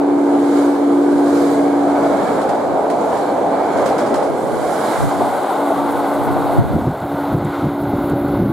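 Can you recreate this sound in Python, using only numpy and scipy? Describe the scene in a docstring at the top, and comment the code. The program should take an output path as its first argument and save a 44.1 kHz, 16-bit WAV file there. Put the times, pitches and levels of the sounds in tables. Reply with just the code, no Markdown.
"""From the platform edge: an electric train rushes along and recedes, its horn chord humming dully from far ahead.
Rough wheels roar on the rails, each bogie swells with hiss, and puffs of air reach the microphone.
Loose gear clacks under the cars, thuds punctuate the roar and a wheel flange squeaks.
Behind the last car the rails sizzle and sing in narrow treble bands and a few unsteady notes;
then lumpy wake gusts buffet the microphone, deep bass pulls the gain down, and blown grit ticks."""
import sys
import numpy as np
from scipy import signal
from scipy.fft import rfft, irfft, next_fast_len
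from scipy.io import wavfile
from scipy.ndimage import uniform_filter1d, map_coordinates

SR = 44100
rng = np.random.default_rng(int(sys.argv[2]) if len(sys.argv) > 2 else 0)


def store_wav(level_fs):
    """Save 16-bit WAV to argv[1]."""
    pcm = np.round(np.clip(np.atleast_2d(level_fs), -1, 1) * 32767)
    wavfile.write(sys.argv[1], SR, pcm.T.astype(np.int16))


N = 375732
TIME = np.arange(N) / SR
AWAY_S = 6.88   # from here on the train fades into the distance


def from_db(db):
    """Decibels to gain."""
    return 10 ** (np.asarray(db) / 20)


def rms_one(x):
    """Scale to unit power."""
    return x / np.sqrt(np.mean(x ** 2) + 1e-20)


def in_time(rows):
    """Each column of a curve, read at every sample."""
    s, *columns = np.transpose(rows)
    return [np.interp(TIME, s, c) for c in columns]


def at_hz(points, hz):
    """Read a spectrum on a log-frequency axis."""
    f, value = np.transpose(points)
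    return np.interp(np.log(hz + 1), np.log(f), value)


def since(s):
    """Seconds gone by since a moment; zero before it."""
    return np.maximum(TIME - s, 0)


def drift(rate_hz):
    """Slow random wandering with spread 1; a higher rate wanders faster."""
    points, points_per_s = 4096, 400
    f = np.fft.rfftfreq(points, 1 / points_per_s)
    slow = irfft(rfft(rng.standard_normal(points)) / (1 + (f / rate_hz) ** 2))
    return np.interp(TIME * points_per_s, np.arange(len(slow)), rms_one(slow))


def passing(times, levels_db, fall_db_per_s):
    """Envelope of sources that swell as they come near and fall as they leave; their powers add."""
    powers = [from_db(db - fall_db_per_s * np.abs(TIME - s)) ** 2 for s, db in zip(times, levels_db)]
    return np.sqrt(sum(powers))


def swells(rows):
    """Envelope of bell-shaped swells (time, level, half length to 4.3 dB down); their powers add."""
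    powers = [from_db(db) ** 2 * np.exp(-np.minimum(((TIME - s) / half) ** 2, 50)) for s, db, half in rows]
    return np.sqrt(sum(powers))


def bursts(rows, rise_s):
    """Envelope of blows (time, level, t60) that rise quickly and die away, cut off after half a second."""
    out = np.zeros(N)
    for s, db, t60 in rows:
        start = int(s * SR)
        age = TIME[:N - start][:SR // 2]
        out[start:start + len(age)] += from_db(db - 60 * age / t60) * (1 - np.exp(-age / rise_s))
    return out


def noise(colour):
    """Coloured noise as the two microphone ports hear it, closed off beyond the ends of its spectrum; rms 1."""
    # likeness of the two ports: (frequency [Hz], left-right correlation)
    likeness = [(60, 0), (150, 1), (270, 0.84), (550, 0.81), (1500, 0.79), (3500, .5), (6300, 0.55),
                (7800, 0.38), (9300, -.25), (12000, -.12), (15000, 0)]
    # balance of the two ports: (frequency [Hz], left minus right [dB])
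    balance = [(400, 0), (800, -1), (1400, -3), (4500, -2.5), (7800, 1), (10500, -2.7), (13000, -4)]
    size = next_fast_len(N, True)
    hz = np.fft.rfftfreq(size, 1 / SR)
    mid, side = rfft(rng.standard_normal((2, size)))
    alike = np.clip(at_hz(likeness, hz), -1, 1)
    sign = np.array([[1], [-1]])   # left, right
    pair = np.sqrt(1 + alike) * mid + sign * np.sqrt(1 - alike) * side
    top_end = 1 / (1 + (hz / (2 * colour[-1][0])) ** 4)
    low_end = 1 / (1 + (colour[0][0] / (2 * hz + 1)) ** 4)
    gain = from_db(at_hz(colour, hz) + sign * at_hz(balance, hz) / 2)
    return rms_one(irfft(pair * top_end * low_end * gain)[:, :N])


def patchy(x, depth_db, patch_hz, patch_s, swell=lambda hz: 0):
    """Paths from passing wheels keep shifting, so patches of the spectrum rise and fall; swell adds dB by pitch."""
    hz, s, z = signal.stft(x, SR, nperseg=1024)
    field = rng.standard_normal((800, 400))
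    where = np.meshgrid(hz / patch_hz, s / patch_s, indexing="ij")
    patches_db = depth_db * map_coordinates(field, where, order=3, mode="wrap")
    gain = from_db(patches_db + swell(hz[:, None]))
    return rms_one(signal.istft(z * gain, SR)[1][:, :N])


def horn_envelope(attack_s=0.04, release_s=0.087, echo_db=-6.5, echo_s=0.68):
    """Each blast opens, holds and shuts, leaving a faint echo along the line."""
    # horn blasts: (start [s], end [s], level at the start [dB], level at the end [dB])
    blasts = [(-.06, 0.695, -16, -13.5), (0.767, 2.116, -12.5, -18), (3.103, 4.003, -27.5, -31),
              (5.02, 5.257, -25, -27.5), (5.546, 6.554, -23, -23.5), (6.996, 8.453, -19.5, -19.5)]
    out = np.zeros(N)
    for start, end, first_db, last_db in blasts:
        hold = from_db(np.interp(TIME, [start, end], [first_db, last_db]))
        opening = 1 - np.exp(-since(start) / attack_s)
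        shutting = np.exp(-since(end) / release_s)
        echo = from_db(echo_db) * np.exp(-since(end) / echo_s)
        out = np.maximum(out, hold * opening * np.maximum(shutting, echo))
    return out


def horn(lowest_waver_db=0.23, upper_waver_db=1.0, level_db=-0.2):
    """Each bell holds one note; once the track lies open the notes near 350, 393 and 571 Hz grow louder while
    those at 338 and 473 Hz fade, and shifting reflections make them waver."""
    # horn bells and overtones: (frequency [Hz], level while cars pass [dB], level from down the open track [dB])
    bells = [(285.4, 0, 0), (338, -15, -22), (349.9, -8.7, -5.5), (393, -17.5, -13), (473, -22, -26),
             (570.6, -24, -11.5)]
    open_track = np.minimum(since(AWAY_S), 1)
    out = np.zeros(N)
    for k, (hz, shaded_db, open_db) in enumerate(bells):
        phase = 2 * np.pi * np.cumsum(hz + 0.4 * drift(4)) / SR
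        waver = (upper_waver_db if k else lowest_waver_db) * drift(5)
        out += np.sin(phase) * from_db(shaded_db + open_track * (open_db - shaded_db) + waver)
    return np.sqrt(2) * out * horn_envelope() * from_db(level_db)


def roar_noise(focus_db=5.0, focus_octaves=0.38, patch_db=1.0):
    """Rough wheels shake the rails; the roar swells around a centre that moves as the bogies pass."""
    # centre of the roar: (time [s], frequency [Hz])
    roar_centre = [(0.0, 400), (1.35, 454), (1.9, 656), (2.63, 554), (3.65, 650), (4.0, 477), (4.5, 485),
                   (4.95, 650), (5.48, 750), (6.62, 644), (7.2, 685), (8.52, 600)]
    # roar spectrum: (frequency [Hz], relative level [dB])
    roar_colour = [(150, -29), (280, -2), (440, -1.5), (520, -2), (720, 0.5), (860, -0.5), (1000, -6.5),
                   (1250, -14), (1800, -33.5)]
    frames = np.arange(0, N + 512, 512) / SR   # one per spectral frame of patchy
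    centre = np.interp(frames, *np.transpose(roar_centre))

    def swell(hz):
        octaves_away = np.log2((hz + 1) / centre)
        return focus_db * np.exp(-0.5 * (octaves_away / focus_octaves) ** 2)

    return patchy(noise(roar_colour), patch_db, patch_hz=69.0, patch_s=0.1, swell=swell)


def roar(roll_db, throb_db, level_db=2.0, fade_db_per_s=3.5):
    """The roar throbs with the wheels, broken by thuds on uneven rail, and fades down the track."""
    # dull thuds of wheels on uneven rail: (time [s], level [dB], t60 [s])
    thuds = [(.32, -17, 0.28), (2.188, -13, 0.046), (2.512, -12, 0.045), (2.805, -12, .04), (2.9, -16, .3),
             (3.128, -9, .04), (3.366, -13, .04), (3.83, -22, .45), (4.105, -14.5, 0.71),
             (4.225, -11, 0.055), (5.205, -12.5, 0.27), (5.719, -6, 0.029)]
    steady = from_db(roll_db + level_db + throb_db - fade_db_per_s * since(AWAY_S))
    return roar_noise() * np.hypot(steady, bursts(thuds, rise_s=0.001))


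def wheel_ring(roll_db, throb_db, gone, bogies, far_swell, near_db=-16.0, far_db=-6.5, grain_db=0.7):
    """Wheels ring close by; behind the last car the far rails' own bands take over from the steady ring."""
    # near wheel spectrum: (frequency [Hz], relative level [dB])
    wheel_colour = [(700, -6), (1050, 1.5), (1550, 1), (1820, -9), (2250, -7.5), (2700, -26), (3200, -20),
                    (4100, -20.5), (5400, -33), (8000, -49)]
    # far rail spectrum: (frequency [Hz], relative level [dB])
    far_rail_colour = [(750, -2), (1070, 4), (1180, 0), (1480, 2), (1780, -14), (2050, -8.5), (2550, -20.5),
                       (3200, -19), (3650, -16), (4400, -21.5), (5300, -36), (8000, -54)]
    wheels = patchy(noise(wheel_colour), 1.7, patch_hz=110, patch_s=0.15)
    near = np.sqrt(1 - gone) * from_db(roll_db + near_db)
    far = np.sqrt(gone) * from_db(roll_db + far_db - 1.5 * since(AWAY_S))   # fades 1.5 dB/s
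    ring = wheels * np.hypot(near, bogies) + noise(far_rail_colour) * np.hypot(far, far_swell)
    return ring * from_db(throb_db / 2 + grain_db * drift(23))


def contact_hiss(roll_db, gone, bogies, far_swell, near_db=-31.0, far_db=-26.0, swell_db=-21.0):
    """Wheel on rail hisses in the treble, swelling with each bogie and again faintly from afar."""
    # contact hiss spectrum: (frequency [Hz], relative level [dB])
    hiss_colour = [(1500, -42), (3000, 1), (4200, 4), (5000, 0), (5800, -2), (7000, 2.5), (8500, 0.5),
                   (10500, 0), (12500, -7), (15500, -21)]
    hiss = patchy(noise(hiss_colour), 1.4, patch_hz=330, patch_s=0.11)
    distance_db = (1 - gone) * near_db + gone * far_db
    steady = from_db(roll_db + distance_db - 5 * since(AWAY_S))   # fades 5 dB/s
    steady = np.hypot(steady, from_db(swell_db) * far_swell)
    return hiss * np.hypot(steady, bogies) * from_db(0.5 * drift(40))


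def rumble(bogies, level_db=-29.5, fade_db_per_s=21):
    """Sleepers rumble below the rails, more strongly under each bogie."""
    # rumble spectrum: (frequency [Hz], relative level [dB])
    rumble_colour = [(20, -33), (50, -21), (100, -13.5), (160, -6), (230, 0), (320, -0.5), (450, 0),
                     (800, -33)]
    steady = from_db(level_db - fade_db_per_s * since(AWAY_S))
    return noise(rumble_colour) * np.hypot(steady, bogies) * from_db(drift(8.4))


def rolling(turn_hz=12.5, throb_db=0.7, tail_s=4.66, tail_clears_s=0.69):
    """Rails roar, wheels ring and contact hisses, with a throb once a wheel turn; sleepers rumble below."""
    # base loudness of the rolling wheels, before any fade: (time [s], level [dB])
    roll = [(0.0, -20), (0.18, -21.5), (0.36, -20.5), (0.4, -21.5), (1.52, -21.5), (1.96, -19), (3.78, -19),
            (3.8, -17), (4.44, -20.5), (6.5, -21)]
    # the train moves across the ports as the microphone turns: (time [s], left minus right [dB])
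    pan_curve = [(0, 0.5), (4.2, 0), (4.8, -1), (5.5, 3), (6.7, 1)]
    # bogies passing: (time [s], contact hiss level [dB], wheel ring level [dB], rumble level [dB])
    bogies = [(0.59, -39.5, -31.5, -30), (1.42, -37.5, -29.5, -25), (2.05, -44, -33.5, -30),
              (2.3, -42, -29, -26), (3.16, -41.5, -35, -31.5), (3.82, -42.5, -28, -24),
              (4.74, -40.5, -34.5, -33), (4.93, -36, -28, -32)]
    # the far rails swell again for a moment: (time [s], level [dB], half length [s])
    far_swells = [(7.26, -29.5, 0.19), (7.55, -24.5, 0.11)]
    roll_db, = in_time(roll)
    pan, = in_time(pan_curve)
    times, hiss_peaks, ring_peaks, rumble_peaks = np.transpose(bogies)
    throb = throb_db * np.sin(2 * np.pi * np.cumsum(turn_hz + drift(2.5)) / SR)
    gone = np.clip(since(tail_s) / tail_clears_s, 0, 1)   # the last car goes by and uncovers the track
    far_swell = swells(far_swells)
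    out = roar(roll_db, throb)
    out += wheel_ring(roll_db, throb, gone, passing(times, ring_peaks, 25.5), far_swell)
    out += contact_hiss(roll_db, gone, passing(times, hiss_peaks, 26), far_swell)
    panned = out * from_db(np.array([pan, -pan]) / 2)
    return panned + rumble(passing(times, rumble_peaks, 15))


def draught(across_db=0.0, common_db=-14.0, steady_db=-61.0, lump_db=0.5):
    """Air crossing the microphone mostly pushes one port while it pulls the other."""
    # puffs of air dragged along by the cars: (time [s], level [dB], half length [s])
    puffs = [(.12, -40, 0.04), (1.15, -34, .025), (2.2, -36, 0.065), (2.51, -35, .03), (2.72, -34, .05),
             (3.8, -32, .05), (4.17, -29, 0.036), (4.32, -30, .03), (4.56, -28.5, 0.093),
             (5.04, -14.5, 0.033), (5.22, -25.5, 0.1), (5.92, -28, 0.14), (6.33, -18, 0.095),
             (6.6, -4.5, 0.024), (6.74, -12, 0.15)]
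    colour = [(20, -17), (60, -4.5), (140, 7.5), (210, -3), (320, -6.5), (700, -29)]
    across = from_db(across_db) * noise(colour)[0] * np.array([[1], [-1]])
    common = from_db(common_db) * noise(colour)[0]
    level = np.hypot(swells(puffs), from_db(steady_db))
    return (across + common) * level * from_db(lump_db * drift(12))


def clacks(ring_db=-4.0, crack_db=-7, crack_t60=0.021):
    """Steel knocks on steel: a short crack, then a dense clatter under the car."""
    # clacks under the cars: (time [s], relative level [dB], t60 of the clatter [s])
    clack_rows = [(.565, -35, .2), (2.415, -31, .15), (2.491, -28.5, 0.17), (2.548, -39, .15),
                  (2.899, -28.5, .15), (3.17, -33, .2), (3.773, -31, 0.19), (3.858, -25, 0.38),
                  (3.981, -27.5, 0.41), (4.062, -34, 0.33), (4.141, -22, 0.061), (4.156, -31, 0.44),
                  (4.225, -36, 0.29)]
    # clack spectrum: (frequency [Hz], relative level [dB])
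    clack_colour = [(700, 1), (1500, 9.5), (2700, -2.5), (4700, -0.5), (6000, -4), (8000, -3), (11000, -7),
                    (13000, -20), (16000, -18)]
    ring = from_db(ring_db) * bursts(clack_rows, rise_s=0.0016)
    crack_rows = [(s, db, crack_t60) for s, db, _ in clack_rows]
    crack = from_db(crack_db) * bursts(crack_rows, rise_s=0.0005)
    return noise(clack_colour) * (ring + crack)


def squeaks(scatter_hz=150.0):
    """A flange touches the rail and sings for an instant."""
    # brief wheel squeaks: (time [s], frequency [Hz], peak level [dB], half length to 4 dB down [s])
    squeak_rows = [(1.515, 14800, -47, .014), (5.6, 13600, -53, .02), (5.74, 13650, -52, .015)]
    wobble = scatter_hz * drift(150)
    out = np.zeros(N)
    for s, hz, db, length in squeak_rows:
        level = from_db(db - 4 * np.minimum(((TIME - s) / length) ** 2, 50))
        out += level * np.sin(2 * np.pi * np.cumsum(hz + wobble) / SR)
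    return out


def rail_sizzle(level_db=-42.0, rise_db_per_s=19.0, fade_db_per_s=0.36, burst_s=4.94, burst_db=-39.0,
                burst_fall_db_per_s=53.0, flicker_db=1.6, near_s=4.8, far_s=7.3):
    """Wheel hiss runs back along the rails, flaring at the last bogie; far off, the least damped treble survives."""
    # far sizzle spectrum: (frequency [Hz], relative level [dB])
    sizzle_colour = [(6000, -30), (9300, -18), (9700, -5), (10050, -11), (10600, 2), (11300, -2),
                     (11800, 3), (12400, -6), (14000, -1), (15700, -8)]
    approach_db = rise_db_per_s * np.maximum(near_s - TIME, 0)
    steady = from_db(level_db - approach_db - fade_db_per_s * since(near_s))
    level = np.hypot(steady, passing([burst_s], [burst_db], burst_fall_db_per_s))
    far = np.clip(since(near_s) / max(far_s - near_s, 0.1), 0, 1)
    broad = noise([(6000, -15), (8500, -1), (11000, -0.5), (13000, -13), (15700, -17)])
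    sizzle = np.sqrt(1 - far) * broad + np.sqrt(far) * noise(sizzle_colour)
    return sizzle * level * from_db(flicker_db * drift(15))


def singing_rails(peak_s=5.87, half_length_s=0.58, wander_hz=3.0, waver_db=4.0):
    """Once uncovered, the rails sing a few unsteady notes that swell and die."""
    # notes sung by the rails just behind the train: (frequency [Hz], level [dB])
    rail_notes = [(732, -42), (1061, -37.5), (1157, -40.5)]
    notes = np.zeros(N)
    for hz, db in rail_notes:
        phase = 2 * np.pi * np.cumsum(hz + wander_hz * drift(12.1)) / SR
        notes += from_db(db + waver_db * drift(12)) * np.sin(phase)
    return np.sqrt(2) * notes * swells([(peak_s, 0, half_length_s)])


def wake(level_db=0.0, between_db=-30.0, arrives_s=6.3, lump_db=2.3, thump_db=0.0, thump_t60=0.093):
    """Eddies behind the train strike the ports in lumpy gusts, the hardest as separate thumps."""
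    # gusts of the wake on the microphone: (time [s], level [dB], half length [s])
    gust_rows = [(6.63, -18, .03), (6.76, -11.5, 0.034), (6.88, -13, 0.034), (7.04, -21, .025),
                 (7.14, -22.5, 0.029), (7.35, -16, 0.044), (7.44, -15.5, 0.047), (7.66, -13, 0.04),
                 (7.85, -19, 0.033), (7.98, -17.5, 0.059), (8.14, -19.5, 0.041), (8.28, -23, 0.064),
                 (8.43, -11.5, 0.079)]
    # single eddies that thump the ports: (time [s], level [dB])
    thump_rows = [(6.869, -1.5), (7.346, 1), (7.413, -9), (7.64, -24), (7.68, -17), (8.13, -5.5),
                  (8.422, -4)]
    # wake spectrum: (frequency [Hz], relative level [dB])
    wake_colour = [(20, -27), (45, -12.5), (75, -5), (120, -0.5), (210, -3.5), (300, -2), (450, -15),
                   (900, -35), (2500, -52)]
    between = from_db(between_db) * np.minimum(since(arrives_s), 1)
    gusts = np.hypot(swells(gust_rows), between) * from_db(level_db + lump_db * drift(28))
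    thumps = from_db(thump_db) * bursts([(s, db, thump_t60) for s, db in thump_rows], rise_s=0.0023)
    return noise(wake_colour) * np.hypot(gusts, thumps)


def grit(level_db=0.5, t60=0.032):
    """Small bright ticks of blown debris."""
    # blown grit ticking on the platform: (time [s], relative level [dB])
    grit_rows = [(7.0002, -37.5), (7.3803, -40), (7.4472, -30), (7.8343, -40), (8.0972, -37), (8.1571, -50),
                 (8.2813, -42.5)]
    colour = [(5000, -25), (7000, -1), (10000, 0), (12000, -22)]
    ticks = bursts([(s, db, t60) for s, db in grit_rows], rise_s=0.001)
    return noise(colour) * from_db(level_db) * ticks


def gain_control(x, bass_hz=161.0, sense_s=0.02, above_db=-25, share=0.42, recover_db_per_s=8):
    """Deep bass, such as wind, turns everything down by a share of its excess; the gain then creeps back."""
    low_pass = signal.butter(4, bass_hz, fs=SR, output="sos")
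    bass = signal.sosfilt(low_pass, x.mean(axis=0))
    power = uniform_filter1d(bass ** 2, int(sense_s * SR))
    bass_db = 10 * np.log10(np.abs(power) + 1e-12)
    cut = share * np.maximum(bass_db - above_db, 0)
    recovery = recover_db_per_s * TIME
    held = np.maximum.accumulate(cut + recovery) - recovery   # instant cut, steady recovery
    return x * from_db(-held)


def scene():
    """All sources at the platform edge."""
    train = horn() + rolling() + draught() + clacks() + squeaks()
    return train + rail_sizzle() + singing_rails() + wake() + grit()


def record(dry):
    """The stereo width closes, deep bass pushes the gain down, and the top is cut."""
    # the image narrows almost to mono in the wake: (time [s], width as a factor on the side signal)
    width_curve = [(0, 1.4), (4.8, 1.02), (5.3, 0.76), (6.72, 0.52), (6.86, 0.02), (7.35, 0.12),
                   (7.45, 0.0042)]
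    cutoff_hz = 15750
    width, = in_time(width_curve)
    mid = (dry[0] + dry[1]) / 2
    side = width * (dry[0] - dry[1]) / 2
    levelled = gain_control(np.array([mid + side, mid - side]))
    return signal.sosfilt(signal.ellip(12, 0.1, 90, cutoff_hz, fs=SR, output="sos"), levelled)


dry = scene()
out = record(dry)
store_wav(out)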